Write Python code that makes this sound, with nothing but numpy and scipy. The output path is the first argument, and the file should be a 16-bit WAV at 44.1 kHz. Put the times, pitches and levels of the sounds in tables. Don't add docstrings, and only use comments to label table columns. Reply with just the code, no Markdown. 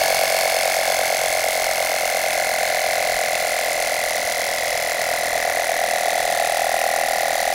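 import sys
import numpy as np
from scipy import signal
from scipy.fft import rfft, irfft
from scipy.io import wavfile
from scipy.ndimage import uniform_filter1d

SR = 44100
rng = np.random.default_rng(int(sys.argv[2]) if len(sys.argv) > 2 else 0)


def persist_wave(psi):
    counts = np.round(np.clip(psi, -1, 1) * 32767).astype(np.int16)
    wavfile.write(sys.argv[1], SR, np.atleast_2d(counts).T)


def volts_from_decibels(level):
    exponent = np.asarray(level, float) / 20
    return 10 ** exponent


N = 332514
T = np.arange(N) / SR
TEETH, RATIO, POLES = 48, 4.8, 3


def evened(x):
    return x / np.sqrt(np.mean(x ** 2) + 1e-20)


def steadied(x):
    power = uniform_filter1d(uniform_filter1d(x ** 2, size=9000), size=9000)
    return x / np.sqrt(power + 1e-20)


def over_time(rows):
    s, value = np.transpose(rows)
    return np.interp(T, s, value)


def over_pitch(points, hz):
    f, db = np.transpose(points)
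    return np.interp(np.log(hz + 1), np.log(f + 1), db)


def colour(x, db):
    log_gain = np.log(volts_from_decibels(np.maximum(db, -100)))
    whole = np.r_[log_gain, log_gain[-2:0:-1]]
    taps = np.fft.ifft(np.exp(whole - 1j * signal.hilbert(whole).imag)).real
    return signal.oaconvolve(x, taps[:2048])[:N]


def swell(t, rise_ms, fall_ms):
    return np.exp(-.5 * (1000 * t / np.where(t < 0, rise_ms, fall_ms)) ** 2)


def per_turn(passing, spread):
    return spread * rng.standard_normal(400)[passing]


# (time [s], speed [turns/s])
SPEED = [
    (0, 45.73),
    (.9, 44.712),
    (2.2, 43.462),
    (3, 42.886),
    (4, 42.204),
    (5.1, 41.524),
    (6, 41.156),
    (6.8, 40.734),
    (7.54, 40.848),
]


def crank():
    speed = over_time(SPEED)
    return .354 + np.cumsum(speed) / SR, speed


def state():
    speed = uniform_filter1d(over_time(SPEED), size=20000, mode="nearest")
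    pressure = (speed[0] - speed) / (speed[0] - speed.min())
    late = np.clip((pressure - .8) / (1 - .8), 0, 1)
    slack = np.clip(np.minimum(T - 2.3, 6.55 - T) / .2 + .5, 0, 1)
    return pressure, late, slack


def rule(start, pressure=0, late=0, slack=0):
    return start + np.dot((pressure, late, slack), state())


def valve_delay():
    return rule(-.01, pressure=.012, late=.053)


def since(turns, speed, angle, jitter):
    passing = np.round(turns - angle).astype(int)
    off = per_turn(passing, jitter)
    return passing, (turns - angle - passing - off) / speed


# (time [s], peak level [dB])
GUSTS = [
    (1.619, -49),
    (2.349, -43),
    (3.129, -39),
    (4.049, -45),
    (4.719, -47),
    (5.739, -44),
    (6.202, -45),
]


def wind():
    band = signal.butter(2, [11, 60], "band", fs=SR, output="sos")
    rumble = evened(signal.sosfilt(band, rng.standard_normal(N)))
    puffs = sum(volts_from_decibels(db - 6.5) * np.exp(-.5 * ((T - s - .025) / 0.019) ** 2) for s, db in GUSTS)
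    lumps = evened(signal.resample(rng.standard_normal(40), N))
    return rumble * (puffs + volts_from_decibels(-62 + 3.5 * lumps))


# (order [cycles/turn], level [dB rms])
SHAKE = [(1, -60.5), (2, -62.5), (3, -63.5), (4, -64.5), (5, -67.5), (6, -67.5), (7, -58), (8, -58)]
# (frequency [Hz], level [dB per Hz])
ROAR = [(15, -16), (30, -8), (100, -8), (170, -4.5), (380, -3.5), (550, 9), (750, 9), (900, -1.5),
        (1300, -5.5), (1800, -37)]


def ground(turns):
    shake = sum(volts_from_decibels(db) * np.sqrt(2) * np.cos(2 * np.pi * order * turns) for order, db in SHAKE)
    roar = colour(rng.standard_normal(N), over_pitch(ROAR, np.fft.rfftfreq(4096, 1 / SR)))
    roar_db = -39 + 3.5 + 5 * np.exp(-T / 0.27)
    return shake + volts_from_decibels(roar_db) * evened(roar)


# (angle after the delay [turns], frequency [Hz], level [dB], t60 [ms])
PLATE = [
    (0.0367, 866, -1.5, 59),
    (0.0276, 1030, -3.5, 80),
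    (0.0388, 1197, 5, 20),
    (0.1017, 1372, 10.5, 11.6),
    (-0.0045, 1720, 7, 33.7),
    (-0.0204, 2300, 9, 20.3),
]


def plate(turns, speed):
    out = np.zeros(N)
    delay = valve_delay()
    for angle, hz, db, t60_ms in PLATE:
        passing, t = since(turns, speed, angle + delay, .0009)
        size = volts_from_decibels(db + per_turn(passing, 0.8) - 60000 * abs(t) / t60_ms)
        attack = (t > 0) * (1 - np.exp(-abs(t) / 0.00038))
        out += size * attack * np.sin(2 * np.pi * hz * t)
    passing, t = since(turns, speed, 0.594, 0.00096)
    thin_level = 1.1 * volts_from_decibels(-3.5 * T) * np.exp(-.5 * (t / 0.006) ** 2)
    phase = 4 * np.pi * TEETH * (turns - passing) + per_turn(passing, .7)
    return evened(out) + thin_level * np.cos(phase)


# (angle after the delay [turns], dull level [dB], bright level [dB], ring-out [ms])
VALVE = [
    (-.025, 4, -2, .9),
    (.04, 0, -3, .9),
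    (.085, -6, 1, 1.4),
    (.15, -9, -5, 2),
]
# (angle after the rebound [turns], dull level [dB], bright level [dB], ring-out [ms])
REBOUND = [
    (0, -18, -3, 1.2),
    (.04, -18, 0, 1.6),
    (.09, -18, -5, 2),
]
# (angle [turns], dull level [dB], bright level [dB], ring-out [ms])
ROD = [
    (.36, -8, -15, 1.3),
    (.5, -11, -22, 1.6),
    (.62, -9, -21, 1.8),
    (.76, -9, -25, 1.5),
]
# (frequency [Hz], level [dB per Hz])
CLATTER_NEAR = [(530, -35.5), (900, -4.5), (1260, -14), (1660, -3), (1970, -8), (2190, -7), (3140, -14.5),
                (4450, -12.5), (4960, -11.5), (11800, -13.5), (15900, -18)]
CLATTER_FAR = [(530, -23), (900, -7), (1290, -18), (1420, -6.5), (1580, -9), (1940, -3.5), (2820, -11.5),
               (3950, -11.5), (5200, -10.5), (6540, -12.5), (8620, -16), (9600, -12.5), (15900, -20.5)]
# (frequency [Hz], width [Hz], level [dB])
RINGS_NEAR = [(2700, 430, -4), (3440, 480, -3), (4330, 80, 1), (4680, 110, 0), (5300, 300, -3),
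              (6280, 390, -4), (9460, 460, -6), (10360, 200, -9), (11100, 520, -8), (15500, 320, -10)]
RINGS_FAR = [(2620, 300, -6), (3434, 80, -2), (4310, 60, -2), (4770, 60, -2), (6320, 200, -3),
             (7250, 200, -4), (9470, 450, -7), (10900, 290, -6), (15600, 160, -12), (15100, 260, -9)]


def clatter(turns, speed):
    delay = valve_delay()
    rebound = rule(.46, pressure=-.01, slack=-.035)
    rebound_db = rule(-2.5, pressure=4.9, late=-1, slack=-0.5)
    impacts = [(a + delay, *rest) for a, *rest in VALVE] + ROD
    impacts += [(a + rebound, dull_db, bright_db + rebound_db, ms) for a, dull_db, bright_db, ms in REBOUND]
    dull, bright = rng.standard_normal((2, N))
    dull = volts_from_decibels(-19.5) * dull
    bright = volts_from_decibels(-18 - 11 * ((turns - delay) % 1)) * bright
    for angle, dull_db, bright_db, ring_ms in impacts:
        passing, t = since(turns, speed, angle, .004)
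        at = np.clip(t * SR, 0, 999).astype(int)
        habit = rng.standard_normal((400 // 25 + 2, 1000))
        age = passing / 25
        row, fade = age.astype(int), np.pi / 2 * (age % 1)
        alike = habit[row, at] * np.cos(fade) + habit[row + 1, at] * np.sin(fade)
        grit = 0.24 * alike + 0.15 * rng.standard_normal(N)
        rattle = grit * (1 - np.exp(-abs(t) / 0.000054)) * np.exp(-1000 * abs(t) / ring_ms)
        tick = 0.76 * (at == 0)
        pinion_db = 0.61 * np.cos(2 * np.pi * (RATIO * passing - .3))
        hit = (rattle + tick) * volts_from_decibels(per_turn(passing, 2.4) + pinion_db) * (t >= 0)
        dull = dull + volts_from_decibels(dull_db) * hit
        bright = bright + volts_from_decibels(bright_db) * hit
    low, high = [signal.butter(2, 5600, kind, fs=SR, output="sos") for kind in ("low", "high")]
    drive = signal.sosfilt(low, dull) - signal.sosfilt(high, bright)
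    hz = np.fft.rfftfreq(4096, 1 / SR)
    views = []
    for tilt, rings in ((CLATTER_NEAR, RINGS_NEAR), (CLATTER_FAR, RINGS_FAR)):
        lift_db = sum((db + 15.5) / (1 + (2 * (hz - f) / width) ** 2) for f, width, db in rings)
        views.append(evened(colour(drive, over_pitch(tilt, hz) + 0.41 * lift_db)))
    far = np.clip(T / 5, 0, 1)
    return steadied((1 - far) * views[0] + far * views[1])


def whine(turns, speed, shaft):
    angle = rule(.745, pressure=-.045, late=.03)
    passing, t = since(turns, speed, angle, 0.0029)
    stretch = 1 + 0.26 * state()[1]
    load = swell(t, 1.9 * stretch, 1.5 * stretch) * volts_from_decibels(per_turn(passing, 0.5))
    wander = 0.06 * evened(uniform_filter1d(rng.standard_normal(N), size=900))
    wander += 0.05 * np.cos(2 * np.pi * RATIO * shaft)
    mesh = 2 * np.pi * (TEETH * shaft + wander)
    rattle = 1 + 0.037 * evened(uniform_filter1d(rng.standard_normal(N), size=30))
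    song = np.cos(mesh) + 0.28 * np.cos(2 * mesh) + 0.16 * np.cos(3 * mesh)
    return steadied((load + 0.057) * rattle * song)


# (frequency [Hz], gain [dB])
HOUSING = [(400, 4), (500, 6.5), (620, 4.5), (720, 3.5), (790, 7), (850, -1.5), (920, -29), (1100, -2)]


def knocks(turns, speed, shaft):
    pressure, late, _ = state()
    angle = rule(.232, pressure=.03, late=-.07)
    hz = rule(690, pressure=-10, late=50)
    pinion_hz = rule(610, pressure=20, late=80, slack=50)
    first_db = rule(-13.5, pressure=10.5, late=-11, slack=1.1)
    small_db = rule(-27, pressure=9, late=4.5, slack=8)
    throb = np.maximum(rule(.45, late=-.37, slack=-.25), .07)
    throb = throb + .42 * np.exp(-((late - .4) / .2) ** 2)
    pinion = .04 + .47 * pressure - .78 * late ** 2
    blows = [(angle, 0, 1.9, 1.5, 0), (.055, first_db, 1, 1.2, 0),
             (.69, small_db - 2, 1.2, 1.1, 1), (.885, small_db, 1.2, 1, 0)]
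    out = np.zeros(N)
    for at, db, rise_ms, fall_ms, loose in blows:
        passing, t = since(turns, speed, at, .0015)
        swing = 2 * np.pi * hz * (t + (at - np.mean(at)) / speed)
        stand = 2 * np.pi * (RATIO * passing + pinion)
        tooth = throb * np.cos(swing + stand + 2 * np.pi * (pinion_hz - hz) * t)
        firm_blow = np.cos(swing) + tooth
        loose_blow = (.4 + np.cos(stand)) * np.cos(swing)
        blow = loose_blow if loose else firm_blow
        out += volts_from_decibels(db + per_turn(passing, 0.8)) * swell(t, rise_ms, fall_ms) * blow
    torque = .72 + .28 * np.cos(2 * np.pi * (turns - .98))
    hum_phase = 2 * np.pi * (POLES * RATIO * shaft + rule(-.6, pressure=.55))
    out += volts_from_decibels(rule(-10.5, pressure=-1, late=-6)) * torque * np.cos(hum_phase)
    housing = volts_from_decibels(over_pitch(HOUSING, np.fft.rfftfreq(N, 1 / SR)))
    return steadied(irfft(rfft(out) * housing, N))


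# (time [s], level [dB])
EFFORT = [
    (0, -21.5),
    (2, -25),
    (3, -23.5),
    (4.6, -27.5),
    (5.5, -24),
    (6.6, -22),
    (7.54, -23),
]


def scene():
    turns, speed = crank()
    pressure, late, _ = state()
    sag = .04 + .05 * pressure ** 2
    shaft = turns + sag / (2 * np.pi) * np.cos(2 * np.pi * (turns - .72))
    effort_db = over_time(EFFORT)
    whine_db = rule(-29, pressure=-1, late=0.05, slack=0.2)
    clatter_db = -28 + 4.5 * np.exp(-T / 2)
    plate_db = -34.5 + 0.76 * (effort_db - effort_db.mean()) - 1.5 * late
    machine = volts_from_decibels(effort_db) * knocks(turns, speed, shaft)
    machine += volts_from_decibels(whine_db) * whine(turns, speed, shaft)
    machine += volts_from_decibels(clatter_db) * clatter(turns, speed)
    machine += volts_from_decibels(plate_db) * plate(turns, speed)
    return (machine + ground(turns) + wind())[None]


def roll_off(x):
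    return signal.sosfilt(signal.butter(12, 16380, fs=SR, output="sos"), x)


def record(dry):
    soft = 0.83 * np.tanh(dry / 0.76)
    band_limit = signal.firwin(511, 15900, fs=SR)[None]
    return roll_off(signal.oaconvolve(soft, band_limit, "same"))


dry = scene()
out = record(dry)
persist_wave(out)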